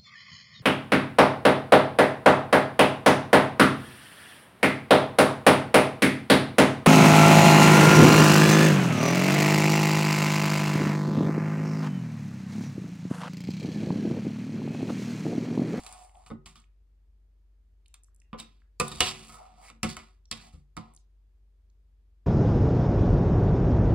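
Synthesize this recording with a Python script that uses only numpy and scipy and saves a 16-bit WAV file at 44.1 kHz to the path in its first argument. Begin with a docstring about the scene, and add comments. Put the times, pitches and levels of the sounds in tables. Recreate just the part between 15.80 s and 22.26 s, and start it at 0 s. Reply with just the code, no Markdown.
"""Steel ladle in a pot

Close on a thin steel pot in a small kitchen, with a stereo microphone. A ladle scoops food: its knocks
on wall and bottom and the grit of its slides set the steel ringing, and wet food ticks as it parts.
Behind the pot, a low hum wavers slightly over a very quiet room."""
import sys
import numpy as np
from scipy import signal
from scipy.fft import rfft, irfft, next_fast_len
from scipy.io import wavfile

SR = 44100
rng = np.random.default_rng(int(sys.argv[2]) if len(sys.argv) > 2 else 0)


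def dump_mix(stems):
    """Bounce the given channels to the path in sys.argv[1] as a 16-bit WAV at rate SR."""
    frames = np.atleast_2d(stems).T  # one column per channel
    limited = np.clip(frames, -1, 1)  # hard clip at full scale
    pcm = np.round(limited * 32767).astype(np.int16)
    wavfile.write(sys.argv[1], SR, pcm)


N = 284886
HOP = 32   # samples between updates of the rubbing
CONTROL_S = np.arange(0, N + HOP, HOP) / SR

# Centres of six pitch ranges: (thud [Hz], body [Hz], hollow [Hz], wall [Hz], ladle [Hz], edge [Hz])
RANGES_HZ = [170, 430, 750, 1200, 3300, 8600]
# Ladle knocks; thud, wall, edge and jolt are set against the strength, body against the thud:
# (time [s], strength [dB], thud [dB], wall [dB], edge [dB], jolt [dB], ring left by the food [dB],
# favoured mode [Hz], body [dB], shudder [dB])
KNOCKS = [(0.062, -34.5, -34, -10.5, -7, -40, -7.5, 4000, 7, -3),
          (0.123, -48.5, -27, -11, 6, -7, -2, 2390, 7, -4),
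          (0.46, -43, -18, -13.5, -18, -39, -3, 2760, -18, 3.5),
          (0.5, -48.5, 10, 4.5, -25, -9, -3, 3680, 1, 3),
          (0.657, -37.5, -13.5, -13.5, -21, -10, -9, 2580, -18.5, -0.5),
          (0.754, -39, -8.5, -20, -32, -14, -9.5, 1210, -36, -4.5),
          (2.139, -39, -55, -13, -6.5, -23, -40, 2450, 12.5, -17),
          (2.528, -34.5, -9, -6.5, -52, -38, -4, 2280, 7.5, -0.7),
          (2.597, -38, -11.5, -29, -7.5, -32.5, 0, 8220, -6, -1.5),
          (2.997, -15.5, -16.5, -10, -6, -44.5, -5.5, 2560, 1, -1),
          (3.078, -45.5, -6, -9, 11.5, -34.5, 0.5, 3750, -4, -12),
          (3.114, -38, -10.5, -14, -6.5, -11, 5.5, 3800, -3, 8.5),
          (3.156, -36, -15, -33, -13, -4.5, -21, 4420, -8.5, -16),
          (3.203, -4, -30.5, -16, -14, -27.5, -7.5, 2870, 11, -2.5),
          (3.898, -39.5, -13, -10, -13.5, -29, -11, 1227, -6, -4.5),
          (4.029, -16, -7, -12.5, -9.5, -31, -14.5, 2450, -10.5, -0.4),
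          (4.042, -28, -1, -14.5, -13, -5, -4, 2170, -24, -13),
          (4.165, -30.5, -29, -7, -10, -16, -14, 2200, -6, -3),
          (4.511, -16.5, -25.5, -22.5, -14, -35, -9.5, 2498, -3, 0.7),
          (4.734, -58, 0, -20, -14.5, 21, -1, 375.9, -17, 11.5),
          (4.965, -32.5, -5.5, -6, -12, -12, -9, 375.7, -13.5, 0.9)]
# Modes that a knock drives above or below their usual share: (knock time [s], mode [Hz], boost [dB])
ACCENTS = [(0.123, 8700, 5.5), (0.46, 8030, 6), (0.46, 4000, 11), (0.5, 1184, -3), (0.658, 3380, 11),
           (0.658, 4000, 14), (0.658, 7680, 9), (0.754, 3618, 11), (2.528, 222, 7), (2.528, 499, 8),
           (2.528, 1028, 2), (2.528, 1184, 12), (2.595, 3740, 16), (2.595, 4885, 10), (2.997, 499, 12),
           (2.997, 737, -11.5), (2.997, 1028, 5.5), (2.997, 1184, 8), (2.997, 1262, -6.5),
           (2.997, 2450, -14), (2.997, 2560, 8), (2.997, 3618, -8), (2.997, 377, 7), (2.997, 2826, 5),
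           (2.997, 4000, 3.5), (3.203, 142, 13.5), (3.203, 377, 15.5), (3.203, 737, -10),
           (3.203, 1460, -10.5), (3.203, 4000, -6), (3.203, 2170, 4), (3.203, 1028, 5.5),
           (3.203, 1262, 7.5), (3.203, 1850, -3), (3.203, 2450, 5.5), (3.203, 3380, 5.5), (3.203, 4885, 10),
           (3.203, 4230, 8), (3.203, 4630, -6), (4.029, 172, 1), (4.029, 222, 5.5), (4.029, 737, 21.5),
           (4.029, 1262, 13.5), (4.029, 4630, 12), (4.029, 4885, 0.5), (4.165, 1262, 15.5),
           (4.165, 1028, -10), (4.165, 4630, -15), (0.5, 377, -14), (0.5, 222, -11), (4.029, 377, -8.5),
           (4.043, 377, -14), (4.043, 222, -6.5), (2.528, 377, -6), (4.165, 7680, 15), (4.029, 7680, -0.5),
           (0.658, 2560, -1), (0.754, 1184, 7), (2.595, 8030, 4), (4.511, 1850, 8), (4.511, 4000, 7),
           (4.511, 4330, 7), (4.965, 142, 7.5), (4.965, 1028, 7), (4.965, 1184, 7.5)]


def from_db(db):
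    return 10 ** (np.asarray(db) / 20)


def unit_rms(x):
    return x / np.sqrt(np.mean(x ** 2) + 1e-20)


def at_hz(hz, points_hz, values):
    """Rows of values joined by straight lines on a log-frequency axis."""
    place = np.interp(np.log(hz), np.log(points_hz), np.arange(len(points_hz)))
    k = min(int(place), len(points_hz) - 2)
    return values[k] + (place - k) * (values[k + 1] - values[k])


def nearness(hz, centre_hz, octaves):
    return np.exp(-(np.log2(hz / centre_hz) / octaves) ** 2)


def panned(left_db):
    return from_db(np.array([[left_db], [-left_db]]) / 2)


def ring(force, hz, t60):
    """A unit click sets a sine of height 1 ringing."""
    r, w = from_db(-60 / (t60 * SR)), 2 * np.pi * hz / SR
    return signal.lfilter([0, np.sin(w)], [1, -2 * r * np.cos(w), r * r], force + 1e-18)


def band(x, low, high):
    sos = signal.butter(2, [low, min(high, .47 * SR)], "band", fs=SR, output="sos")
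    return signal.sosfilt(sos, x + 1e-18)


def add(out, starts, shapes):
    """Lays stereo shapes (2, events, samples) down at their start samples."""
    for c in range(2):
        np.add.at(out[c], np.minimum(starts[:, None] + np.arange(shapes.shape[2]), N - 1), shapes[c])


def room_tone(level_db=-75.5):
    """The quiet kitchen around the microphone: half-octave bands of noise, most alike in the bass."""
    # Room spectrum: (frequency [Hz], relative density [dB])
    spectrum = [(36, -28), (62, -4.5), (77, -24.5), (106, -28), (204, -33.5), (283, -37), (375, -35),
                (496, -42), (4360, -54), (6330, -57.5), (11000, -61), (15000, -63.5), (16500, -66)]
    # Likeness of left and right: (frequency [Hz], correlation [0-1])
    likeness = [(60, 0.93), (240, 0.72), (950, 0.031), (3770, 0.06), (15000, 0.35)]
    out, edges = 0, 56 * 2 ** np.arange(0, 8.6, .5)
    white = rng.standard_normal((2, 2, N))
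    for k, (low, high) in enumerate(zip(edges, edges[1:])):
        mid, side = band(white[k % 2], low, high)
        hz = np.sqrt(low * high)
        alike = at_hz(hz, *np.transpose(likeness))
        stereo = np.sqrt(1 + alike) * mid + np.sqrt(1 - alike) * side * [[1], [-1]]
        out += from_db(at_hz(hz, *np.transpose(spectrum))) * stereo
    return from_db(level_db) * out / np.std(band(out[0], 99, 16000))


def hum(hz=48.6, width_hz=11, tone_to_noise=23.0, level_db=-58.5):
    """A low background tone, mixed with noise in a narrow resonance so that it wavers."""
    t60 = np.log(1000) / (np.pi * width_hz)
    noise = rng.standard_normal(N + SR)
    waver = unit_rms(ring(ring(noise, hz, t60), hz, t60)[SR:])
    tone = np.sin(2 * np.pi * hz * np.arange(N) / SR)
    return from_db(level_db) * unit_rms(tone_to_noise * tone + waver) * panned(1.1)


def slide_power(set_in_s=0.0017, lift_db_per_s=422, wall_share=0.36):
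    """The ladle sets in, rubs along the steel and lifts off: power in each range over time."""
    # Long slides, one list a stroke; the last three columns are set against the level:
    # (time [s], level [dB], thud [dB], hollow [dB], edge [dB])
    slides = [
        [(0.0, -58, 17, -1, -3.5), (0.02, -62.5, -68, -6.5, -4), (0.058, -58.5, -20, -1, -1.5),
         (0.176, -62.5, -38.5, -2, -5), (0.22, -66.5, -9, 4, 0.5), (0.328, -83, -6, 7.5, 0.5),
         (0.36, -78.5, 7.5, 17.5, 3), (0.442, -76, -7, 2, -5.5), (0.455, -80, 1, 1, 3)],
        [(3.31, -53, 8, -16, -19), (3.454, -60, 10, -15, -1.5), (3.554, -62.5, 7.5, 0, 5.5),
         (3.606, -67.5, -4.5, 11.5, -3), (3.754, -72, 12.5, -5, -10.5), (3.824, -67.5, 6, 9.5, 2),
         (3.892, -56, -6.5, -11, -5.5), (3.916, -81, 8, 14, -5), (3.97, -79, 22, -14, -11)],
    ]
    # Short drags: (start [s], length [s], first level [dB], last level [dB], thud [dB], hollow [dB],
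    # edge [dB])
    drags = [(0.468, 0.021, -69.5, -76, -3, 6, 5), (0.658, 0.069, -52.5, -70.5, -15, -15, -4),
             (0.755, 0.099, -58.5, -87.5, -19, -18, -5.5), (2.578, 0.26, -59, -87.5, 9, -17, -11.5),
             (2.585, 0.0052, -54, -43.5, -8, -16, -6.5), (3.034, 0.4, -52, -58.5, -4, -8.5, -3.5),
             (3.208, 0.08, -34, -35.5, -7, -14.5, -6), (4.054, 0.051, -55, -43, -1.4, -21.5, -6.5),
             (4.164, 0.21, -51.5, -85.5, 6, -13.5, -10), (4.552, 0.13, -59.5, -61.5, 5, -13.5, -6.5),
             (4.725, 0.089, -69, -87, 10.5, -14.5, -1.5), (4.995, 0.14, -66.5, -79, 13.5, 1, -14)]
    # Colour of the rubbing, thud to edge: (level [dB])
    colour_db = [-10, -5.5, 4.5, -2, -5.5, -1]
    short_strokes = [[(start, first, *colour), (start + length, last, *colour)]
                     for start, length, first, last, *colour in drags]
    power = np.full((len(RANGES_HZ), len(CONTROL_S)), 1e-13)
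    for stroke in slides + short_strokes:
        when, *columns = np.transpose(stroke)
        level, thud, hollow, edge = [np.interp(CONTROL_S, when, c) for c in columns]
        set_in = np.clip(1 + (CONTROL_S - when[0]) / set_in_s, 0, 1)
        level -= lift_db_per_s * np.maximum(CONTROL_S - when[-1], 0)
        ranges_db = np.array([thud, thud, hollow, wall_share * hollow, np.zeros_like(edge), edge])
        power += (set_in * from_db(level + ranges_db + np.array(colour_db)[:, None])) ** 2
    return power


def rubbed_spot():
    """The spot under the ladle favours two pitches until the ladle moves on."""
    # Rubbed spots: (start [s], lower mode [Hz], boost [dB], higher mode [Hz], boost [dB])
    spots = [(0.0, 750, 8.5, 8700, 14.5), (0.455, 1184, 7, 8030, 11.5), (0.655, 2620, 6.5, 7680, 5),
             (0.75, 1200, 15.5, 3500, 8), (2.52, 1050, 13, 3720, 3.5), (2.585, 3700, 10, 8030, -6),
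             (2.99, 498, 12, 1184, 10.5), (3.068, 3730, 16, 8030, 4), (3.2, 2850, 9, 3380, 10),
             (3.275, 2940, 11.5, 4750, 8), (3.311, 380, 14, 2850, 10), (3.49, 1275, 21, 2170, 11),
             (3.588, 720, 10.5, 1262, 8.5), (3.82, 2130, 17.5, 8700, 6), (4.03, 1250, 8.5, 2170, 6),
             (4.085, 4630, 8, 8030, 4.5), (4.169, 2140, 11, 1262, 6.5), (4.51, 2300, 8, 4230, 9.5),
             (4.63, 740, 15, 2170, 1.5), (4.72, 1190, 8.5, 2170, 3.5), (4.96, 1060, 14.5, 4000, 5)]
    moves_s, *columns = np.transpose(spots)
    current = np.maximum(np.searchsorted(moves_s, CONTROL_S) - 1, 0)
    return np.array(columns)[:, current]


def knock_levels():
    """Each knock's dB in the six ranges: heavy ones fill thud and body, wall hits hollow and wall."""
    # Colour of the knocks, thud to edge: (level [dB])
    colour_db = [-1.5, 13.5, -12, 4.5, -11.5, 2.4]
    strength, thud, wall, edge, body = np.array(KNOCKS)[:, [1, 2, 3, 4, 8]].T
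    ranges_db = np.array([thud, thud + body, wall, wall, np.zeros_like(edge), edge])
    return strength + ranges_db + np.array(colour_db)[:, None]


def knock_blows(rise_s=0.003, chatter_s=0.0018):
    """The contact closes, lands in full, then chatters: the whole blow and its landing, mid and side."""
    t, full = np.arange(700) / SR, round(rise_s * SR)
    fade = np.exp(-t / chatter_s) * np.minimum(t / rise_s, 1) ** 3
    rattle = rng.standard_normal((len(KNOCKS), 2, len(t))).transpose(1, 0, 2) * fade
    blows = rattle / np.sqrt(np.sum(fade ** 2))
    blows[0, :, full] = 1
    return blows, blows * (np.arange(len(t)) == full)


def knock_accents(weights):
    """Sums the weighted accents onto the knocks nearest them in time, in dB."""
    when, _, boost_db = np.transpose(ACCENTS)
    owner = np.argmin(np.abs(when - np.array(KNOCKS)[:, :1]), axis=0)
    return np.bincount(owner, boost_db * weights, len(KNOCKS))


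def shudder_power(rise_s=0.011):
    """After each knock the ladle shudders against the steel: power in each range over time."""
    colour_db, fall_db_per_s = [-4, -2.5, 1, -13, -15, -23], [298, 602, 600, 720, 685, 591.6]
    power = 0
    for (start, *_, shudder_db), levels in zip(KNOCKS, knock_levels().T):
        since = CONTROL_S - start
        peak_db = (levels + colour_db + shudder_db)[:, None]
        fall_db = np.outer(fall_db_per_s, np.maximum(since - rise_s, 0))
        power += (np.clip(since / rise_s, 0, 1) * from_db(peak_db - fall_db)) ** 2
    return power


def ladle_force(grit_db=4.5):
    """Blows and gritty rubbing push on the steel; returns a function for that force at one pitch."""
    # Stereo width of the force: (frequency [Hz], side against mid [ratio])
    widths = [(100, 0.063), (300, 0.33), (700, 0.93), (2000, 0.14), (5000, 0.31), (8500, 0.096),
              (14000, 0.14)]
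    starts = np.round(np.array(KNOCKS)[:, 0] * SR).astype(int)
    struck_db, rubbed_db = knock_levels(), 10 * np.log10(slide_power() + shudder_power())
    noise = rng.standard_normal((2, N))
    grit = unit_rms(noise * from_db(grit_db * np.minimum(rng.exponential(1, N), 6)))

    def force(hz, blows, knock_db, rub_db):
        side = at_hz(hz, *np.transpose(widths))
        to_stereo = np.array([[1, side], [1, -side]]) / np.sqrt(1 + side ** 2)
        rub_gain = np.repeat(from_db(at_hz(hz, RANGES_HZ, rubbed_db) + rub_db), HOP)[:N]
        push = panned(-1.2) * (to_stereo @ grit) * rub_gain
        knock_gain = panned(-1) * from_db(at_hz(hz, RANGES_HZ, struck_db) + knock_db)
        add(push, starts, np.tensordot(to_stereo, blows, 1) * knock_gain[:, :, None])
        return push
    return force


def steel_modes(force, landings, knock_db=-2.5, rub_db=-28.5, favour_db=13.5, spread_db=3.5):
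    """Landings and grit set pot and ladle ringing; the spot touched favours some modes."""
    # Modes of pot and ladle: (frequency [Hz], level [dB], t60 [s])
    modes = [(142, -5.5, 0.36), (172, -8.5, .25), (222, 3.5, 0.15), (367, -24, 0.12), (377, -26, 0.55),
             (499, -9.5, 0.092), (737, -4, 0.13), (900, -9, 0.22), (1028, -4.5, 0.15), (1184, -6, 0.15),
             (1262, -3, 0.055), (1460, -12, 0.25), (1850, -10, 0.08), (2170, -10, 0.07),
             (2450, -10.5, 0.056), (2560, -11, 0.08), (2690, -13, 0.048), (2826, -15, .13),
             (2877, -16, .14), (2947, -16.5, .1), (3182, -14.5, .1), (3380, -11.5, 0.15),
             (3618, -10.5, 0.07), (3740, -6, 0.058), (4000, -10.5, 0.045), (4230, -7, 0.048),
             (4630, -12.5, .045), (4885, -8, 0.07), (7680, -12.5, 0.06), (8030, -5.5, 0.03),
             (8700, -3, 0.04), (9900, -5, 0.03)]
    free_ring_db, favoured_hz = np.array(KNOCKS)[:, 6:8].T
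    lower_hz, lower_db, higher_hz, higher_db = rubbed_spot()
    modes_hz, accent_hz = np.array(modes)[:, 0], np.array(ACCENTS)[:, 1]
    accented_hz = modes_hz[np.argmin(np.abs(np.log(accent_hz / modes_hz[:, None])), axis=0)]
    out = np.zeros((2, N))
    for hz, level_db, t60 in modes:
        struck_db = favour_db * nearness(hz, favoured_hz, octaves=0.083)
        struck_db += free_ring_db + knock_accents(accented_hz == hz)
        struck_db += spread_db * rng.standard_normal(len(KNOCKS))
        # The moving edge finds and loses the mode for the first 1.5 s; then the last step holds.
        steps = rng.standard_normal(N // 1000 + 2)
        wander_db = 3.0 * np.interp(np.arange(len(CONTROL_S)) * 0.14, np.arange(len(steps)), steps)
        held, higher = nearness(hz, lower_hz, octaves=0.11), nearness(hz, higher_hz, octaves=0.085)
        tilt_db = -0.5 * np.log2(hz / 1000)
        rubbed_db = tilt_db + wander_db * (1 - held) + lower_db * held + higher_db * higher
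        push = force(hz, landings, knock_db + level_db + struck_db, rub_db + level_db + rubbed_db)
        out += ring(push, hz, t60)
    return out


def contact_noise(force, blows, knock_db=25.5, rub_db=14.0, favour_db=13.5, octaves=0.3):
    """The clack and scrape of steel on steel, in third-octave bands that lean the way the modes do."""
    # Contact spectrum at the microphone: (frequency [Hz], level [dB])
    spectrum = [(100, 0.5), (250, 0.5), (450, -16), (750, -0.5), (1300, -2), (1650, -18.5), (2100, -1.5),
                (2900, -5), (5000, -5.5), (6500, -8.5), (8800, -6.5), (10500, -12), (11500, -20),
                (12500, -26), (14500, -23), (16000, -19)]
    knock_lean, rub_lean = 0.29, 0.41
    favoured_hz, accent_hz = np.array(KNOCKS)[:, 7], np.array(ACCENTS)[:, 1]
    lower_hz, lower_db, higher_hz, higher_db = rubbed_spot()
    out, edges = np.zeros((2, N)), 90 * 2 ** np.arange(0, 7.7, 1 / 3)
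    for k, (low, high) in enumerate(zip(edges, edges[1:])):
        hz = np.sqrt(low * high)
        colour = (-1) ** k * from_db(at_hz(hz, *np.transpose(spectrum)))
        struck_db = knock_accents(nearness(hz, accent_hz, octaves))
        struck_db += favour_db * nearness(hz, favoured_hz, octaves)
        rubbed_db = lower_db * nearness(hz, lower_hz, octaves)
        rubbed_db += higher_db * nearness(hz, higher_hz, octaves)
        push = force(hz, blows, knock_db + knock_lean * struck_db, rub_db + rub_lean * rubbed_db)
        out += colour * band(push, low, high)
    return out


def shimmer(contact, count=170, low_hz=879.4, high_hz=11693):
    """The many small damped modes of thin wet steel, slightly out of phase between left and right."""
    place, size, left, offset = rng.random((count, 4)).T[:, :, None]
    hz = low_hz * (high_hz / low_hz) ** place
    t, t60 = np.arange(SR // 4) / SR, 0.1 * (hz / 1000) ** -0.056
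    phases = 2 * np.pi * np.array([left, left + 0.063 * (offset - .5)])
    envelopes = (2.7 + size) * np.sqrt(hz / t60) * from_db(-60 * t / t60)
    response = np.sum(envelopes * np.sin(2 * np.pi * hz * t + phases), axis=1)
    response /= np.sqrt(np.sum(response ** 2, axis=1, keepdims=True))
    return signal.fftconvolve(contact, response, axes=1)[:, :N]


def hob_thump(hz=74.94, t60=0.2):
    """Each knock jolts the pot on the hob: a softened click rings one low mode."""
    when, strength_db, jolt_db = np.array(KNOCKS)[:, [0, 1, 5]].T
    jolts = np.zeros(N)
    jolts[np.round(when * SR).astype(int)] = from_db(strength_db + jolt_db)
    return ring(signal.lfilter([.01], [1, -.99], jolts), hz, t60)


def wet_ticks(gain_db=-0.5, decay_s=0.0021, rise_s=0.001, width_ratio=1.4):
    """A wet film snaps as the food parts: a very short puff of noise around its centre pitch."""
    # Snapping films: (time [s], level [dB], centre [Hz])
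    ticks = [(0.294, -55.5, 2400), (0.3524, -53.5, 2800), (0.7998, -53, 7350), (0.8393, -59, 2500),
             (2.0584, -52.5, 3160), (2.061, -58, 8650), (2.0807, -53, 7850), (2.234, -47, 8600),
             (2.243, -50.5, 6960), (2.283, -64, 1340), (2.346, -53.5, 9100), (2.3612, -56, 8030),
             (2.4002, -52, 6950), (2.4169, -58, 2210), (2.417, -59, 7400), (2.817, -59, 1513),
             (4.4548, -52, 4930), (4.6, -45, 2220), (5.1365, -53, 8910), (5.148, -48, 7840),
             (5.163, -44, 7680), (5.174, -53.5, 4000), (5.899, -67, 4760)]
    out, t = np.zeros((2, N)), np.arange(600) / SR
    puffs = rng.standard_normal((len(ticks), len(t))) * np.exp(-t / decay_s) * np.minimum(t / rise_s, 1)
    for (start, level_db, hz), puff in zip(ticks, puffs):
        low, high = hz / width_ratio, hz * width_ratio
        snap = band(band(puff, low, high), low, high)
        snap *= from_db(level_db + gain_db) / np.abs(snap).max()
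        add(out, np.array([round(start * SR)]), panned(-1.5)[:, :, None] * snap)
    return out


def kitchen(x, t60_s=0.33, dull_hz=3000, bass_cut_hz=250):
    """Echoes off the near walls: nine feedback delays a side, duller on every round, then scattered."""
    size = next_fast_len(N + SR)
    w = 2 * np.pi * np.arange(size // 2 + 1) / size
    t60 = t60_s / np.sqrt(1 + (w * SR / (2 * np.pi * dull_hz)) ** 2)
    response = np.zeros((2, len(w)), complex)
    for k, lag in enumerate((rng.uniform(0.0075, 0.032, 18) * SR).astype(int)):
        loop = from_db(-60 * lag / SR / t60) * np.exp(-1j * w * lag)
        response[k % 2] += loop / (1 - loop) * (-1) ** (k // 2)
    for lag in (47, 131, 211):
        delay = np.exp(-1j * w * lag)
        response *= (delay - .6) / (1 - 0.7 * delay)
    echoes = irfft(rfft(x.mean(axis=0), size) * response, size)[:, :N]
    thin_walls = signal.butter(2, bass_cut_hz, "high", fs=SR, output="sos")   # they let the bass out
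    return signal.sosfilt(thin_walls, echoes)


def microphone_ports(x):
    """The microphone's body shifts and shades the sound between its two ports; each takes half."""
    # The pot at the two ports: (frequency [Hz], left lead [rad], left minus right [dB])
    shading = [(50, 0.13, 1.5), (125, -0.4, 1.5), (250, -0.5, 1), (807, -0.26, 1), (2500, -0.68, -2.57),
               (4682, -0.96, -5), (5620, 4, -1), (6920, 4, 1.5), (7830, 7.5, 1), (8500, 7.5, 2),
               (10280, 6.5, 0), (11600, 10.5, 4), (13600, 7.5, 0), (14900, 14, 1.5), (17000, 10, 3.5)]
    points_hz, lead, pan_db = np.transpose(shading)
    size = next_fast_len(N + 1024)
    hz = np.arange(size // 2 + 1) * SR / size
    half = np.exp(.5j * np.interp(hz, points_hz, lead)) * from_db(np.interp(hz, points_hz, pan_db) / 2)
    return irfft(rfft(x, size) * [half, 1 / half], size)[:, :N]


def scene():
    """The pot close to the microphone; the kitchen's echoes, room tone and hum behind it."""
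    blows, landings = knock_blows()
    force = ladle_force()
    rings = steel_modes(force, landings)
    contact = contact_noise(force, blows)
    small_modes = from_db(-8) * shimmer(contact)
    wet = wet_ticks()
    pot = rings + contact + small_modes + hob_thump() + wet
    echoes = from_db(-19.5) * kitchen(pot + wet)   # the ticks go into the room at double strength
    return microphone_ports(pot) + echoes + room_tone() + hum()


def record(dry):
    """The microphone chain rounds the peaks and cuts below 38 Hz and towards 16.7 kHz."""
    x = .92 * np.tanh(dry / .92)
    x = signal.sosfilt(signal.butter(4, 38, "high", fs=SR, output="sos"), x)
    return signal.sosfilt(signal.cheby2(14, 70, 16700, fs=SR, output="sos"), x)


dry = scene()
out = record(dry)
dump_mix(out)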